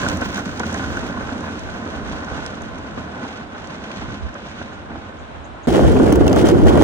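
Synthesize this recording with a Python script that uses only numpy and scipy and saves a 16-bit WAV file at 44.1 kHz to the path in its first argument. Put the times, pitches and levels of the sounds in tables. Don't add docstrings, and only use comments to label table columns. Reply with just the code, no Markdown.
import sys
import numpy as np
from scipy import signal
from scipy.fft import rfft, irfft, next_fast_len
from scipy.io import wavfile
from scipy.ndimage import uniform_filter1d

SR = 44100
rng = np.random.default_rng(int(sys.argv[2]) if len(sys.argv) > 2 else 0)


def generate_wav(sig):
    pcm = np.round(np.clip(np.atleast_2d(sig).T, -1, 1) * 32767).astype(np.int16)
    wavfile.write(sys.argv[1], SR, pcm)


N = 301203
FAST = next_fast_len(N)
T = np.arange(N) / SR
HZ = np.fft.rfftfreq(FAST, 1 / SR)


def undb(db):
    return 10 ** (np.asarray(db) / 20)


def level(x, db):
    return x * undb(db) / np.sqrt(np.mean(np.atleast_2d(x).mean(axis=0) ** 2))


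def spectrum(x):
    return rfft(x, n=FAST)


def sound(bins):
    return irfft(bins, FAST)[..., :N]


def over_hz(table):
    hz, *columns = np.transpose(table)
    return [np.interp(np.log(HZ + 1), np.log(hz), c) for c in columns]


def causal(db):
    cepstrum = irfft(db * np.log(10) / 20, FAST)
    cepstrum[1:FAST // 2] *= 2
    cepstrum[FAST // 2 + 1:] = 0
    return np.exp(rfft(cepstrum))


def walk(rate):
    k = int(SR / rate)
    steps = np.repeat(rng.standard_normal(N // k + 1), k)
    return np.sqrt(2) * uniform_filter1d(uniform_filter1d(steps, k), k)[:N]


def bursts(rows, t60_ms, rise_ms):
    env = np.zeros(N)
    for start_s, level_db in rows:
        span = slice(int(start_s * SR), int(start_s * SR) + 8192)
        t = T[span] - start_s
        env[span] += undb(level_db - 60 * t / (t60_ms / 1000)) * np.clip(1000 * t / rise_ms, 0, 1)
    return env


def stones(rate, spread_db, decay_ms):
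    hits = (rng.random(N) < rate / SR) * undb(spread_db * rng.exponential(size=N))
    force = 1 + signal.lfilter([1], [1, -np.exp(-1000 / decay_ms / SR)], hits)
    return force / np.sqrt(np.mean(force ** 2))


# hz [Hz], relative level_db [dB per Hz]
FAR_PATH = [(35, -36), (60, -7.5), (130, -3.5), (330, -3), (600, -3), (900, -6), (1230, -8), (1650, -8.5),
            (1850, -11), (2300, -14.5), (3500, -17.5), (5000, -23), (7300, -29.5), (11000, -41),
            (13000, -72)]
NEAR_PATH = [(60, -21.5), (170, -1), (400, 1), (600, -6), (900, -14.5), (1250, -21), (1900, -28),
             (2600, -36), (4000, -36.5), (7500, -41.5), (11000, -47.5), (12800, -70), (14000, -49),
             (15700, -50)]
# hz [Hz], likeness [0-1], phase by which right leads [rad], left minus right pan_db [dB]
FAR_PORTS = [(60, .93, 0, -2), (240, .97, 0, -2), (390, .9, 0, -1.6), (650, .5, -.4, -1),
             (1100, .22, .7, -2.2), (1460, .9, 1.6, -2.7), (1800, .72, 2.1, -2.2),(2300, .62, 3, .8),
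             (3600, .66, 3.6, -2.9), (5100, .66, 3.3, -3.6), (6200, .62, 3.3, -12.5),
             (8200, .34, 4.5, -8.5), (9800, .4, 4, 0), (11000, .75, 6.2, 1)]
NEAR_PORTS = [(100, .5, -1.2, .3), (200, .45, -.6, 0), (300, .58, .1, -.8), (500, .35, 1.1, -3.8),
              (1100, .62, 1, -1.2), (1460, .55, 2.5, -2.7), (1900, .48, 0, 4), (2300, .5, .3, 6),
              (3100, .68, 2.2, 2), (3700, .5, 2.5, -.5), (5000, .2, 5, -1.5), (7000, .35, 5.3, -3),
              (9800, .4, 4.6, -1), (11000, .62, 6.2, 0), (14000, .7, 7.6, -1)]
# pitch_hz [Hz], width_hz [Hz], boost_db [dB]
FAR_MODES = [(85.2, 24, 12), (224, 110, 9.5), (295, 35, 4), (1040, 33, 8.5), (1490, 175, 8), (6060, 890, 4)]
NEAR_MODES = [(80, 61, 9.6), (295, 57, 2.8), (420, 110, 1), (1450, 210, 7.5), (3120, 690, 8.6),
              (6200, 350, 2.7)]


def wheels(force, path, ports, modes, share):
    like, lead, pan_db = over_hz(ports)
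    body_db = over_hz(path)[0] + 20 * np.log10(share)
    body_db = body_db + sum(boost / (1 + (2 * (HZ - hz) / width) ** 2) for hz, width, boost in modes)
    body = causal(body_db) * undb(np.array([pan_db, -pan_db]) / 2)
    turn = np.exp(np.array([-lead, lead]) * 1j / 2)
    both, *own = spectrum(rng.standard_normal((3, N)) * force)
    alike_power = like * abs((body * turn).mean(axis=0)) ** 2
    own_power = (1 - like) * (abs(body) ** 2).mean(axis=0) / 2
    heard = sound(body * (np.sqrt(like) * turn * both + np.sqrt(1 - like) * np.array(own)))
    return heard / np.sqrt((alike_power + own_power).mean())


def low_share(split_hz):
    return 1 / np.sqrt(1 + (HZ / split_hz) ** 8)


def deck_share(deck_hz):
    return 1 / np.sqrt(1 + (HZ / deck_hz) ** 6)


def drone(drone_db, where, deck_hz):
    return wheels(undb(drone_db), *where, deck_share(deck_hz))


def rumble(rumble_db, where, deck_hz, split_hz, stones_s, rattle_db):
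    share = low_share(split_hz) * np.sqrt(np.clip(1 - deck_share(deck_hz) ** 2, 1e-9, 1))
    return wheels(undb(rumble_db) * stones(stones_s, rattle_db, 1.5), *where, share)


def grit(grit_db, where, split_hz, rough_db):
    share = np.sqrt(np.clip(1 - low_share(split_hz) ** 2, 1e-9, 1))
    return wheels(undb(grit_db) * stones(70, rough_db, 2.9), *where, share)


def whine(hz, width_hz):
    core = 1 / (1 + ((HZ - hz) / width_hz) ** 2)
    skirt = .08 / (1 + ((HZ - hz) / (6 * width_hz)) ** 4)
    both, left, right = rng.standard_normal((3, N))
    return level(sound((core + skirt) * spectrum([both + .45 * left, both + 0.5 * right])), 0)


# hz [Hz], relative level_db [dB per Hz]
WIND = [(15, -44), (30, -8), (45, -3), (65, 4), (88, -3), (110, -3.5), (150, -11), (200, -23), (350, -23),
        (800, -57), (3000, -120)]
# middle_s [s], length_s [s], peak level_db [dB], left minus right pan_db [dB]
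GUSTS = [(0.15, 0.26, -35, -8), (0.513, 0.15, -40, 1), (0.965, 0.19, -34, -2), (1.254, 0.23, -43, -13),
         (1.683, 0.12, -35, 0), (2.08, 0.19, -33, -4), (2.36, 0.13, -37.5, -11), (2.7, 0.4, -40.5, 1),
         (2.962, 0.1, -43, 12), (4.07, 0.12, -34.5, -3), (4.25, 0.063, -29.5, -4), (4.56, 0.16, -49, -9),
         (4.896, 0.3, -45, -4), (5.218, 0.098, -43, -8), (5.47, 0.26, -42, -10), (5.888, 0.12, -14.5, 2),
         (6.22, 0.13, -18, 1), (6.696, 0.23, -15.5, -1)]


def wind(breeze_db, opposed, bottom_hz):
    power = undb(2 * breeze_db)
    for middle_s, length_s, level_db, pan_db in GUSTS:
        peak_power = undb(2 * level_db + np.array([[pan_db], [-pan_db]]))
        power = power + peak_power * np.exp(-(2 * (T - middle_s) / length_s) ** 2)
    both, left, right = rng.standard_normal((3, N))
    colour = undb(over_hz(WIND)[0]) * HZ ** 2 / (HZ ** 2 + bottom_hz ** 2)
    push = sound(colour * spectrum([left + opposed * both, right - opposed * both]))
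    return push / np.std((push[0] - push[1]) / 2) * np.sqrt(power)


# hz [Hz], relative level_db [dB per Hz]
TREES = [(120, -42), (200, -36), (338, -4), (416, -8), (640, -0.5), (1600, -9), (1850, -13), (3300, -18.5),
         (3900, -20.5), (4400, -29), (9000, -37.5), (11700, -68), (19800, -120)]


def trees():
    rustle = rng.standard_normal((2, N)) * undb(walk(2.89))
    return level(sound(undb(over_hz(TREES)[0]) * spectrum(rustle)), -42)


# start_s [s], clack level_db [dB], clack pitch_hz [Hz],
# thump_db [dB relative to the clack]
BUMPS = [(0.032, -13, 1540, -5.5), (0.064, -11.5, 1480, -16), (0.1, -19, 1490, -19), (0.119, -25, 915, -11),
         (0.216, -14.5, 696, -5), (0.2195, -14.5, 1510, -12), (0.25, -22, 1510, -12),
         (0.254, -27, 690, -3.5), (0.343, -17, 1540, -11), (0.379, -16, 1520, -8), (0.393, -19, 1460, -10),
         (0.457, -21.5, 1180, -3.5), (0.492, -20, 1480, -10), (0.599, -18, 980, -2),
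         (0.599, -21, 1520, -13), (0.633, -15.5, 1440, -6), (0.726, -21, 600, -11), (0.743, -20, 660, -3),
         (0.746, -19, 1540, -18), (0.795, -17.5, 1500, -5), (0.84, -19.5, 1440, -8),
         (0.971, -14.5, 1456, -11), (1.028, -21, 1030, -3), (1.173, -18.5, 1060, -15),
         (1.29, -22, 1440, -4), (1.323, -19.5, 678, -13), (1.367, -25, 1090, -20), (1.439, -20.5, 1010, -4),
         (1.476, -22, 1450, -4.5), (1.863, -27, 633, -2), (1.934, -28.5, 678, -6), (2.129, -27, 1040, -5),
         (2.215, -29, 668, -3), (2.351, -22, 670, -10), (2.573, -25.5, 1060, -6), (2.748, -27, 600, -11),
         (2.974, -19.5, 593, -4), (3.092, -27, 685, -8), (3.164, -27, 705, -12), (3.219, -35, 740, -13),
         (3.25, -22, 780, -12), (3.546, -32, 1490, 2), (3.662, -31, 740, -14), (3.905, -23.5, 1050, -8),
         (4.019, -25, 1510, -1.5), (4.259, -29, 635, -4), (4.353, -25, 1460, -3), (4.611, -27, 1460, -2.5),
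         (4.909, -29, 710, -11), (4.932, -29, 800, -6), (4.955, -25, 750, -8), (5.213, -32, 775, -8),
         (5.348, -32.5, 974, -1), (5.703, -13, 706, -12), (5.73, -12, 651, -6), (5.744, -8.5, 622, -6),
         (5.748, -22, 1450, -8), (5.81, -23, 651, -4), (5.833, -10, 614, -9), (5.851, -7.5, 650, -9),
         (5.885, -11, 600, -18), (5.964, -13, 705, -11), (5.966, -25, 2500, -8), (6.024, -15, 700, -8),
         (6.061, -7, 608, -5.5), (6.093, -15, 660, -10), (6.075, -25, 2200, -8), (6.12, -18, 756, 6),
         (6.121, -21, 1480, -10), (6.122, -24, 2870, -10), (6.143, -22, 751, -10), (6.164, -23, 746, -9),
         (6.18, -21, 680, -8), (6.21, -10, 600, -4.5), (6.266, -13.5, 620, 1.5), (6.28, -22, 2700, -12),
         (6.308, -14, 630, -3), (6.329, -9.5, 720, -6), (6.362, -12, 676, -1.5), (6.443, -13, 607, -2),
         (6.486, -8.5, 676, -5), (6.573, -31, 644, -8), (6.632, -23, 697, -13), (6.664, -14.5, 920, 3),
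         (6.675, -24, 1900, -8), (6.693, -9, 800, -5), (6.724, -21, 622, -9), (6.771, -14, 634, 4),
         (6.814, -16, 751, 3)]


def knocks(where, knock_hz):
    force = bursts([(at, db + thump_db) for at, db, _, thump_db in BUMPS], t60_ms=70, rise_ms=3.6)
    return wheels(force, *where, (HZ + 1) / (HZ + knock_hz) / np.sqrt(1 + (HZ / 2800) ** 4))


def rings(rows, ports, t60_ms, rise_ms):
    out, t = np.zeros((2, N + 4096)), T[:4096]
    half = np.array([[1], [-1]]) / 2
    hz_at, like, lead, pan_db = np.transpose(ports)
    fall = undb(-60 * t / (t60_ms / 1000)) * np.clip(1000 * t / rise_ms, 0, 1)
    for start_s, level_db, hz in rows:
        scatter = rng.standard_normal() * np.arccos(np.interp(hz, hz_at, like))
        turn = np.interp(hz, hz_at, lead) + scatter
        gain = undb(level_db + half * np.interp(hz, hz_at, pan_db))
        start = int(start_s * SR)
        out[:, start:start + 4096] += np.sin(2 * np.pi * hz * t - half * turn) * gain * fall
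    return out[:, :N]


def clacks(ports):
    return rings([row[:3] for row in BUMPS], ports, t60_ms=25, rise_ms=0.71)


# start_s [s], blow level_db [dB], bright_db [dB]
TICKS = [(0.0333, -34, -4), (0.0865, -20, -1), (0.0975, -36, 6), (0.171, -39, 15), (0.2119, -33.5, 4),
         (0.252, -36, -2), (0.3443, -31, 3), (0.376, -33, -3), (0.391, -32, -1), (0.458, -37, 3),
         (0.5957, -25, 0), (0.727, -35, 8), (0.7425, -30, 0), (0.9268, -40, 0), (0.9705, -34, -3),
         (1.3786, -42, -2), (1.4067, -38, -4), (1.5934, -37, 2), (2.0976, -39, -6), (2.2473, -41, -4),
         (2.441, -43, 1), (2.4624, -25, -5), (2.6195, -42.5, 11), (2.785, -45, 4), (3.6725, -37.5, -5),
         (4.1066, -43, -6), (4.342, -43, -8), (5.7262, -25, -5), (5.812, -37, 0), (5.9457, -35, -3),
         (5.9668, -33, -6), (6.03, -33, 4), (6.066, -35, 3), (6.1218, -29, -6), (6.1253, -30, 12),
         (6.1572, -33.5, 11), (6.2091, -34, -6), (6.266, -29, 0), (6.2785, -18.5, -2), (6.3285, -18.5, -6),
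         (6.3612, -27, 0), (6.3907, -37, 0), (6.401, -38, 0), (6.415, -35, -2), (6.457, -31, 5),
         (6.47, -22, -4), (6.487, -18.5, -3.5), (6.6576, -35, 0), (6.6696, -30, 3), (6.775, -30, 0),
         (6.822, -23.5, -3)]


def ticks(where, tick_hz):
    bright = (HZ + 1) ** 2 / (HZ ** 2 + tick_hz ** 2) * (1 + HZ / 3000) ** 0.95
    trucks = undb(5 / (1 + ((HZ - 5900) / 1200) ** 2))
    snaps = wheels(bursts([row[:2] for row in TICKS], t60_ms=15, rise_ms=0.42), *where, bright * trucks)
    start_s, _, bright_db = np.transpose(TICKS)
    dull = sound(spectrum(snaps) / (1 + (HZ / 7300) ** 6))
    latest = np.clip(np.searchsorted(start_s, T) - 1, 0, None)
    return dull + (snaps - dull) * undb(bright_db[latest])


# start_s [s], level_db [dB], pitch_hz [Hz]
THUDS = [(0.035, -17, 243), (0.139, -17, 193), (0.185, -21, 230), (0.218, -14, 254), (0.259, -18, 198),
         (0.356, -18.5, 199), (0.389, -25, 237), (0.464, -17, 193), (0.519, -21, 235), (0.597, -19, 231),
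         (0.725, -18, 224), (0.808, -20, 260), (0.858, -27, 216), (1.03, -22, 258), (1.096, -20, 187),
         (1.179, -17.5, 220), (1.319, -16, 256), (1.499, -25, 175), (1.859, -23, 285), (2.049, -27, 310),
         (2.348, -29, 199), (2.974, -16.5, 245), (3.229, -22, 250), (4.019, -37, 246), (4.254, -28, 184),
         (4.929, -31, 191), (5.672, -9, 248), (5.709, -9, 339), (5.744, -8, 295), (5.779, -12, 513),
         (5.829, -8, 213), (5.885, -10.5, 221), (5.933, -8, 196), (5.963, -3, 260), (5.994, -4.5, 266),
         (6.025, -3.5, 329.5), (6.059, -7, 341), (6.094, -6, 206), (6.124, -1.5, 295), (6.145, -5, 367),
         (6.169, -9, 320), (6.209, -6, 288), (6.245, -9, 223), (6.309, -10, 290), (6.359, -10.5, 301),
         (6.399, -5.5, 406), (6.419, -4, 300), (6.439, -2, 336), (6.454, -13, 312), (6.519, -2, 357),
         (6.544, -5, 342), (6.589, -8, 212), (6.624, -7, 308), (6.654, -4, 235), (6.689, -8, 307),
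         (6.734, -5, 285), (6.771, -7, 448), (6.814, -9, 288)]


def thuds(ports):
    return rings(THUDS, ports, t60_ms=98, rise_ms=5.7)


AIR_STEPS_HZ = (3970, 7000, 10600)


def air(x, loss_db):
    for hz in AIR_STEPS_HZ:
        low = sound(spectrum(x) / (1 + (HZ / hz) ** 6))
        x = low + (x - low) * undb(-loss_db)
    return x


# start_s [s], coarse_db for drone and rumble [dB], loose_db for grit [dB]
ROAD = [(0.05, 0.5, 1.5), (0.13, -1, 1.5), (0.19, -3.5, -2), (0.25, -3, 3.5), (0.3, -6, -6),
        (0.37, -1.5, 1.5), (0.43, -3.5, -3), (0.48, -3.5, 1), (0.57, -2.5, -2), (0.67, 0, 3.5),
        (0.75, 1, 4), (0.92, 0, 1.5), (1.2, -0.5, -2), (1.4, 1, 1.5), (1.56, -1, 0.5), (1.62, -3.5, -1),
        (1.78, 0, 0), (2.15, 0.5, 1), (2.36, 2, 3), (2.43, -0.5, -0.5), (2.54, -0.5, 1), (2.75, -1, -0.5),
        (2.94, -0.5, -1), (3.0, 2, 5), (3.12, -0.5, -5.5), (3.23, 4, 5.5), (3.33, -3, 2), (3.42, 0, -3.5),
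        (3.51, -2.5, -4), (3.58, -0.5, -0.5), (3.82, 1, 6), (3.95, 0, 3.5), (4.12, 3.5, 6.5), (4.19, 1, 5),
        (4.32, -5, -2), (4.46, 2, 4.5), (4.53, -1.5, 2), (4.62, 2.5, 6.5), (4.82, -3.5, -3),
        (4.88, -1.5, -6), (4.91, 5.5, 2), (4.96, 3.5, 5), (5.0, 0.5, 2.5), (5.12, -2.5, -4), (5.22, -2, 0),
        (5.64, -4, -11), (5.68, 1, 4.5), (5.715, -6.5, 0), (5.75, 1, 3), (5.91, -1.5, 0), (6.02, 1, -1),
        (6.13, -1.5, -1), (6.2, 0.5, -4), (6.26, -1, -2.5), (6.34, -0.5, -4), (6.41, 0.5, 2.5),
        (6.44, 1.5, -5), (6.48, 1, 3.5), (6.54, 0.5, -4.5), (6.57, -1.5, -5), (6.65, -1, -4.5),
        (6.68, -1, 3.5), (6.73, 3, -1.5), (6.79, 1, -1.5), (6.83, 3, 3)]


def board(drone_db, rumble_db, grit_db, where, deck_hz, split_hz, knock_hz, tick_hz, patchy_db,
          stones_s, rattle_db, rough_db, whine_db, air_db_s):
    start_s, coarse_db, loose_db = np.transpose(ROAD)
    coarse_db = np.interp(T, start_s, coarse_db)
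    texture_db = patchy_db * walk(20)
    loss_db = air_db_s * T
    rumble_db = rumble_db + coarse_db + texture_db - 0.11 * loss_db
    grit_db = grit_db + np.interp(T, start_s, loose_db) + texture_db + 0.7 * walk(8)
    treble = grit(grit_db, where, split_hz, rough_db)
    if whine_db is not None:
        treble += undb(grit_db + whine_db - 2.3 * loss_db) * whine(15490, 30)
    out = drone(drone_db + coarse_db, where, deck_hz)
    out += rumble(rumble_db, where, deck_hz, split_hz, stones_s, rattle_db)
    out += air(treble + knocks(where, knock_hz), loss_db)
    return out + clacks(where[1]) + ticks(where, tick_hz) + thuds(where[1])


# start_s [s], peak level_db [dB], lowest pitch_hz [Hz], left minus right pan_db [dB]
CHIPS = [(4.4857, -49, 6530, -7.0), (4.7252, -58, 6500, -17), (5.187, -54, 6480, -12),
         (5.443, -50, 6370, -14), (5.6341, -49, 6460, -14)]
# time_s from its start [s], pitch ratio to the lowest [1], level_db [dB]
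CHIP_SHAPE = [(-.005, 1.22, -30), (0, 1.02, -4), (.005, 1, 0), (.010, 1.02, -3), (.014, 1.3, -12),
              (.018, 1.08, -14), (.022, 1.06, -12), (.028, 1.3, -30)]


def bird():
    out = np.zeros((2, N))
    time_s, ratio, shape_db = np.transpose(CHIP_SHAPE)
    for start_s, level_db, hz, pan_db in CHIPS:
        t = T - start_s
        phase = 2 * np.pi * np.cumsum(hz * np.interp(t, time_s, ratio)) / SR
        tone = np.sin(phase) * undb(np.interp(t, time_s, shape_db, -200, -200))
        out += tone * undb(level_db + np.array([[pan_db], [-pan_db]]) / 2)
    tail = rng.standard_normal((2, 3000)) * undb(-28 - 60 * T[:3000] / 0.11)
    return out + signal.fftconvolve(out, tail, axes=1)[:, :N]


FAR_END_S, NEAR_START_S = 5.6655, 5.6712
START_M, SPEED_M_S = 5.91, 4.07


def scene():
    spread_db = -20 * np.log10(START_M + SPEED_M_S * T)
    far = board(-9.5 + spread_db, -13 + spread_db, -24 + spread_db, (FAR_PATH, FAR_PORTS, FAR_MODES),
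                deck_hz=434, split_hz=2100, knock_hz=250, tick_hz=3500, patchy_db=1.57,
                stones_s=260, rattle_db=-0.4, rough_db=-0.5, whine_db=-18.5, air_db_s=1.0)
    far += wind(breeze_db=-49, opposed=0.5, bottom_hz=6.9) + trees() + bird()
    near = board(-15.5, -22.5, -36, (NEAR_PATH, NEAR_PORTS, NEAR_MODES),
                 deck_hz=544, split_hz=1840, knock_hz=600, tick_hz=1960, patchy_db=0.76,
                 stones_s=330, rattle_db=2.0, rough_db=0.4, whine_db=None, air_db_s=0)
    near += wind(breeze_db=-22, opposed=0.74, bottom_hz=56.5)
    return far * (T < FAR_END_S) + near * np.clip((T - NEAR_START_S) * 1000, 0, 1)


def record(dry):
    top_cut = signal.ellip(8, .2, 70, 16000, fs=SR, output="sos")
    return np.clip(signal.sosfilt(top_cut, np.clip(dry, -1, 1)), -1, 1)


dry = scene()
out = record(dry)
generate_wav(out)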